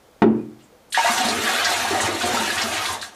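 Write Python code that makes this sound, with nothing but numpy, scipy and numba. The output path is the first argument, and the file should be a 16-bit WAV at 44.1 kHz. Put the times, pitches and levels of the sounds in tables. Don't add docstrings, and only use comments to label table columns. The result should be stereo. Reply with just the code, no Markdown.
import sys
import numpy as np
from scipy import signal
from scipy.fft import rfft, irfft, next_fast_len
from scipy.io import wavfile
from scipy.ndimage import uniform_filter1d
from numba import njit

SR = 44100
rng = np.random.default_rng(int(sys.argv[2]) if len(sys.argv) > 2 else 0)


def wav_out(sig):
    wavfile.write(sys.argv[1], SR, np.round(np.clip(np.atleast_2d(sig).T, -1, 1) * 32767).astype(np.int16))


N = 138915


def undb(db):
    return 10 ** (np.asarray(db) / 20)


def unit(x):
    return x / np.sqrt(np.mean(x ** 2) + 1e-18)


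def at(points, hz):
    freqs, values = np.array(points).T
    return np.interp(np.log(hz + 1), np.log(freqs), values)


def swell(points):
    s, db = np.array(points).T
    return undb(np.interp(np.arange(N) / SR, s, db, left=-120))


def since(start):
    return np.maximum(np.arange(N) / SR - start, 0)


def arch(start, length_s):
    return np.sin(np.pi * np.minimum(since(start) / length_s, 1))


def die_away(t, t60):
    return np.exp(-np.log(1000) * t / t60)


def shape(x, response):
    size = next_fast_len(len(x) + SR // 2, True)
    return irfft(rfft(x, size) * response(np.fft.rfftfreq(size, 1 / SR)), size)[:len(x)]


def peak(f, hz, width):
    return 1j * f * width / (hz ** 2 - f ** 2 + 1j * f * width)


def noise(response):
    return unit(shape(rng.standard_normal(N), response))


def drift(rate_hz):
    return noise(lambda f: 1 / (1 + (f / rate_hz) ** 4))


def spread(mid, side):
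    # frequency in Hz, side gain in dB.
    width = [(100, -5), (300, -11), (700, -6.5), (1500, -1), (3000, 0), (12000, 0)]
    return mid + shape(side, lambda f: undb(at(width, f))) * np.array([[1], [-1]])


def reflections(x):
    # frequency in Hz, time to fall 60 dB in seconds.
    reverb_times = [(100, 1), (500, 0.38), (2000, 0.17), (6000, 0.17), (15000, 0.058)]
    t = since(0.0014)[:SR // 2]
    f = np.fft.rfftfreq(SR // 2, 1 / SR)
    white = rfft(rng.standard_normal((2, len(t))))
    tail = 0
    for band_hz, t60 in reverb_times:
        band = at([(hz, hz == band_hz) for hz, _ in reverb_times], f)
        fade = (t > 0) * die_away(t, t60)
        tail = tail + irfft(white * band) * fade / np.linalg.norm(fade)
    return signal.fftconvolve(x[None], spread(*tail), axes=1)[:, :N]


def room(x, wet_db):
    return (x + undb(wet_db) * reflections(x)) / np.hypot(1, undb(wet_db))


def wandering(x, spots, wet_db):
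    shares = np.array([drift(rate_hz=14) for _ in range(spots)])
    shares = shares / np.sqrt(np.sum(shares ** 2, axis=0))
    wet = sum(reflections(x * share) for share in shares)
    return (x + undb(wet_db) * wet) / np.hypot(1, undb(wet_db))


def air():
    # frequency in Hz, relative level in dB.
    colour = [(18, -46), (30, -16.5), (384, -16.5), (485, -14), (1030, -21), (1560, -24.5), (1780, -27.5),
              (2190, -26.5), (2770, -31), (3070, -29.5), (15000, -39.5)]
    mid, side = (noise(lambda f: undb(at(colour, f))) for _ in range(2))
    return undb(-54) * spread(mid, side)


def handle():
    # start and length in seconds, centre and width in Hz, level in dB.
    rubs = [(0.372, 0.051, 2440, 120, -57.5), (0.584, 0.037, 3000, 3000, -57.5),
            (0.614, 0.044, 7400, 1990, -58.5)]
    return sum(undb(db) * arch(start, length_s) * noise(lambda f: peak(f, hz, width) ** 2)
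               for start, length_s, hz, width, db in rubs)


def trap():
    # time in seconds, relative level in dB.
    surges = [(0.95, -83), (0.99, -55), (1.42, -37.5), (1.48, -52.5), (1.94, -41), (2.06, -34.5),
              (2.22, -48), (2.25, -37.5), (2.81, -44.5), (2.93, -39), (3.13, -64), (3.15, -81)]
    return undb(-3.5) * swell(surges) * noise(lambda f: peak(f, hz=96.7, width=34.5) ** 2)


def knock():
    # pitch in Hz, relative level in dB, 60 dB decay in seconds.
    modes = [(123.4, -20.5, 0.624), (221.6, -1.5, 0.46), (304, -9.5, 0.57), (349, -10.5, 0.55),
             (381, -7, 0.21), (615, -29, 0.2), (689, -11.5, 0.21), (830, -19, .27), (915, -18, 0.25),
             (1314, -24, 0.23)]
    # frequency in Hz, relative level in dB.
    crack_colour = [(40, -17), (120, 8), (300, -13.5), (600, -20.5), (900, -3), (1400, -16), (2000, -17.5),
                    (2800, -26.5), (4000, -31.5), (5500, -42), (9000, -52), (15000, -62)]
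    # frequency in Hz, relative level in dB.
    boom_colour = [(25, -33), (60, -29), (85, -25), (125, -36), (165, -18), (210, -7.5), (300, -5.5),
                   (400, -7), (520, -22), (900, -31.5), (1500, -37.5), (3000, -52), (6000, -94)]
    t = since(0.2195)
    ring_rise_s, boom_rise_s, crack_rise_s, crack_decay_s = 0.0029, 0.0066, 0.0015, 0.0071
    ring = sum(undb(db) * die_away(t, t60) * np.sin(2 * np.pi * hz * t) for hz, db, t60 in modes)
    ring *= 1 - np.exp(-t / ring_rise_s)
    crack = noise(lambda f: undb(at(crack_colour, f)))
    crack *= np.minimum(t / crack_rise_s, 1) * np.exp(-t / crack_decay_s)
    crack = signal.sosfilt(signal.butter(3, 190, "high", fs=SR, output="sos"), crack)
    mid, side = (noise(lambda f: undb(at(boom_colour, f))) for _ in range(2))
    boom = spread(mid, undb(3) * side) * die_away(t, t60=0.43) * (1 - np.exp(-t / boom_rise_s))
    strongest_hz = modes[1][0]
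    rebound = arch(0.272, length_s=0.04) * np.sin(2 * np.pi * strongest_hz * t)
    return (undb(-3) * ring + undb(-6.5) * boom + room(undb(-2.5) * crack, wet_db=-2.5)
            + undb(-12) * rebound)


def droplets(scatter_db):
    return rng.standard_normal(N) * undb(scatter_db * np.minimum(rng.exponential(size=N), 4))


def slaps():
    # start in seconds, centre in Hz, level in dB, decay in seconds.
    hits = [(.902, 9350, -43, .014), (0.922, 1900, -35, .012), (0.923, 3700, -20.5, .009),
            (0.925, 9800, -23, .011), (0.945, 3250, -17.5, .009), (1.174, 3420, -21.5, .015),
            (1.284, 4400, -16.5, .012), (1.644, 4900, -15.5, .015), (2.006, 7600, -20.5, .019),
            (2.211, 3700, -21, .017), (2.254, 8700, -27, .022), (2.335, 12200, -35, .016),
            (2.576, 2900, -19.5, .018), (2.614, 4600, -19.5, .015), (2.765, 2920, -24, .022),
            (2.853, 3740, -20, .014), (2.923, 9500, -28.5, .014), (3.012, 4200, -28, .016),
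            (3.014, 8500, -34, .018), (3.022, 1650, -30, .018)]
    rise_s, relative_width, top_hz = 0.002, 0.55, 10500
    out = np.zeros(N)
    for start, hz, db, decay_s in hits:
        t = since(start)
        burst = shape(droplets(scatter_db=3.5),
                      lambda f: peak(f, hz, relative_width * hz) ** 2 / (1 + (f / top_hz) ** 6))
        out += undb(db) * (1 - np.exp(-t / rise_s)) * np.exp(-t / decay_s) * unit(burst)
    return out


def bubble(hz, cycles, rise):
    age = np.arange(int(6 * cycles * SR / hz) + 2) * hz / SR
    envelope = np.minimum(age, 1) * np.exp(-age / cycles)
    return envelope * np.sin(2 * np.pi * age * (1 + rise * age / cycles / 2))


def plops():
    # start in seconds, pitch in Hz, level in dB, decay in seconds.
    pockets = [(0.084, 488, -45, .012), (.162, 517, -45, 0.0092), (0.724, 490, -40.5, 0.014),
               (.805, 525, -48, 0.013), (0.884, 488, -44, 0.0089), (0.945, 1646, -14, 0.0074),
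               (.947, 1876, -15, 0.0083), (0.975, 915, -10.5, 0.017), (.9745, 745, -12, 0.0099),
               (.992, 907, -7, 0.012), (1.046, 689, -12.5, 0.037), (1.055, 1946, -18, 0.013),
               (1.058, 922, -14, 0.035), (1.062, 1640, -17, 0.0066), (1.083, 990, -14.5, 0.0069),
               (1.087, 1190, -18.5, 0.014), (1.096, 233, -23, 0.032), (1.162, 923, -20, 0.032),
               (1.199, 247, -23.5, .02), (1.203, 732, -15, 0.022), (1.25, 228.4, -20, 0.053),
               (1.285, 710, -15, 0.0062), (1.288, 262, -22.5, .014), (1.325, 235, -21.5, 0.017),
               (1.474, 1650, -12.5, 0.0083), (1.49, 740, -21, 0.017), (1.547, 1426, -17.5, 0.011),
               (1.6, 794, -26, 0.014), (1.665, 1910, -15, 0.0069), (1.668, 702, -18, 0.02),
               (1.715, 689, -16, 0.013), (1.85, 772, -11.5, 0.0056), (1.908, 385, -17, 0.017),
               (1.91, 670, -22, 0.022), (1.928, 317, -20, .015), (1.948, 667, -15.5, 0.011),
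               (1.952, 767, -21, .016), (1.975, 600, -20.5, .016), (2.002, 1880, -14, 0.0065),
               (2.075, 266, -36, .025), (2.124, 337, -23, 0.02), (2.211, 1460, -17.5, 0.01),
               (2.232, 235, -27, 0.023), (2.238, 704, -18.5, 0.026), (2.262, 498, -18.5, 0.0081),
               (2.288, 711, -19, 0.021), (2.335, 236, -21, 0.048), (2.345, 924, -18.5, 0.033),
               (2.372, 1317, -14.5, 0.012), (2.399, 221, -22, 0.029), (2.412, 367, -24, .01),
               (2.502, 1675, -14.5, 0.009), (2.535, 1714, -23.5, 0.021), (2.575, 1870, -20, 0.013),
               (2.611, 2160, -23.5, 0.02), (2.635, 228, -26.5, 0.032), (2.854, 2170, -18.5, 0.0052),
               (2.888, 1031, -23.5, 0.031), (2.951, 1100, -24, 0.0075), (3.014, 3945, -29, 0.0163),
               (3.026, 1593, -26, 0.023)]
    out = np.zeros(N)
    for start_s, hz, db, decay_s in pockets:
        start = int(start_s * SR)
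        ring = bubble(hz, cycles=hz * decay_s, rise=0.016)[:N - start]
        out[start:start + len(ring)] += undb(db) * ring
    return out


def cloud(per_s, lo_hz, hi_hz, cycles, rise, scatter_db):
    out = np.zeros(N)
    draws = np.random.default_rng(rng.integers(2 ** 31)).random((int(per_s * N / SR), 4))
    for when, pitch, strength, life in draws:
        hz = lo_hz * (hi_hz / lo_hz) ** pitch
        start = int(when * N)
        ring = bubble(hz, cycles * (.5 + life), rise)[:N - start]
        accent_db = -scatter_db * np.log(1 - .98 * strength)
        out[start:start + len(ring)] += ring * hz * undb(accent_db)
    return out


def bowl(x):
    # frequency in Hz, relative gain in dB.
    tone = [(150, -22), (220, -12.5), (380, -6), (540, -6.5), (700, -7), (1030, -7), (1650, -7.5),
            (4070, -11), (6000, -11.5), (9650, -16.5), (13800, -25), (15500, -51)]
    # centre and width in Hz, strength in dB.
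    modes = [(228, 30, 5), (345, 50, -3), (695, 45, 4.5), (750, 50, 2), (922, 26, 4), (1175, 70, -5),
             (1486, 45, -3), (1635, 50, -2), (1880, 120, -8)]

    def response(f):
        ringing = sum(undb(db) * peak(f, hz, width) for hz, width, db in modes)
        return undb(at(tone, f)) * (1 + ringing)
    return unit(shape(x, response))


def flutter(rate_hz, depth_db):
    return undb(depth_db * drift(rate_hz))


def spatter(x, rate_hz, depth_db):
    centres = [1100, 1600, 2400, 3700, 6000, 8500, 12000]
    bands = [shape(x, lambda f: at([(hz, hz == own) for hz in centres], f)) for own in centres]
    return unit(sum(band * flutter(rate_hz, depth_db) for band in bands))


def stream():
    # time in seconds, relative level in dB.
    spray_ride = [(0.915, -56), (0.95, -34), (1.02, -31), (1.12, -28.5), (1.28, -29.5), (1.39, -35),
                  (1.42, -29), (1.5, -29), (1.62, -32), (1.7, -30.5), (1.96, -34), (2.04, -31), (2.1, -35),
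                  (2.18, -36), (2.23, -32.5), (2.7, -33), (2.92, -32.5), (2.97, -46), (3.0, -46),
                  (3.03, -38), (3.1, -55), (3.15, -54)]
    small_ride = [(0.95, -24), (1.02, -27), (1.07, -22), (1.15, -28.5), (1.18, -25), (1.37, -27),
                  (1.47, -22), (1.94, -27), (2.04, -24.5), (2.18, -32.5), (2.21, -25), (2.6, -27),
                  (2.69, -31), (2.74, -25), (2.89, -31), (3.0, -41.5), (3.02, -48), (3.15, -54)]
    large_ride = [(0.97, -33), (1.03, -30), (1.08, -22.5), (1.14, -30), (1.21, -24), (1.28, -23),
                  (1.38, -32), (1.5, -24), (1.56, -28), (1.63, -29), (1.7, -25), (1.89, -27), (1.97, -22.5),
                  (2.06, -25), (2.19, -31), (2.24, -26), (2.42, -26.5), (2.5, -31), (2.66, -28),
                  (2.82, -29), (2.95, -30), (2.99, -40), (3.15, -48)]
    gurgle_ride = [(0.95, -52), (0.99, -42), (1.03, -48), (1.1, -38), (1.18, -36), (1.28, -28.5),
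                   (1.42, -32), (1.55, -38), (1.88, -37.5), (1.92, -31), (2.08, -28.5), (2.2, -38),
                   (2.25, -30), (2.33, -34), (2.41, -32), (2.48, -38), (2.65, -37), (2.92, -41),
                   (3.08, -61), (3.15, -63)]
    bright_drops = shape(droplets(scatter_db=9), lambda f: f ** 4 / (f ** 4 + 3500 ** 4))
    spray = spatter(bowl(bright_drops), rate_hz=14, depth_db=1.44)
    fizz = bowl(cloud(per_s=710, lo_hz=3800, hi_hz=10100, cycles=6.4, rise=0.09, scatter_db=1.0))
    small = bowl(cloud(per_s=2800, lo_hz=1102, hi_hz=4200, cycles=4.64, rise=0.064, scatter_db=3.0))
    small = spatter(small, rate_hz=22, depth_db=1.46)
    large = bowl(cloud(per_s=900, lo_hz=540, hi_hz=1290, cycles=3.34, rise=0.055, scatter_db=2.5))
    gurgle = bowl(cloud(per_s=500, lo_hz=190.2, hi_hz=559, cycles=3.1, rise=0.05, scatter_db=2.2))
    top = (undb(0.5) * spray + undb(-7.5) * fizz) * flutter(rate_hz=80, depth_db=1.0)
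    return (top * swell(spray_ride) + small * swell(small_ride)
            + undb(-2) * large * swell(large_ride) + gurgle * swell(gurgle_ride))


def scene():
    return (knock() + wandering(stream() + handle(), spots=6, wet_db=6.5)
            + room(slaps(), wet_db=0) + room(plops(), wet_db=-6) + trap() + air())


@njit
def follow(x, release):
    out, held = np.empty(len(x)), 0.
    for i in range(len(x)):
        held = max(x[i], held * release)
        out[i] = held
    return out


def record(dry):
    low_cut_hz, top_hz = 14, 15200
    limit_db, release_s = -3, 0.2
    dry = signal.sosfilt(signal.butter(2, low_cut_hz, "high", fs=SR, output="sos"), dry)
    peaks = follow(np.abs(dry).max(axis=0), np.exp(-1 / (release_s * SR)))
    gain = uniform_filter1d(np.minimum(1, undb(limit_db) / (peaks + 1e-9)), size=64)
    return signal.sosfilt(signal.ellip(8, .2, 70, top_hz, fs=SR, output="sos"), dry * gain)


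dry = scene()
out = record(dry)
wav_out(out)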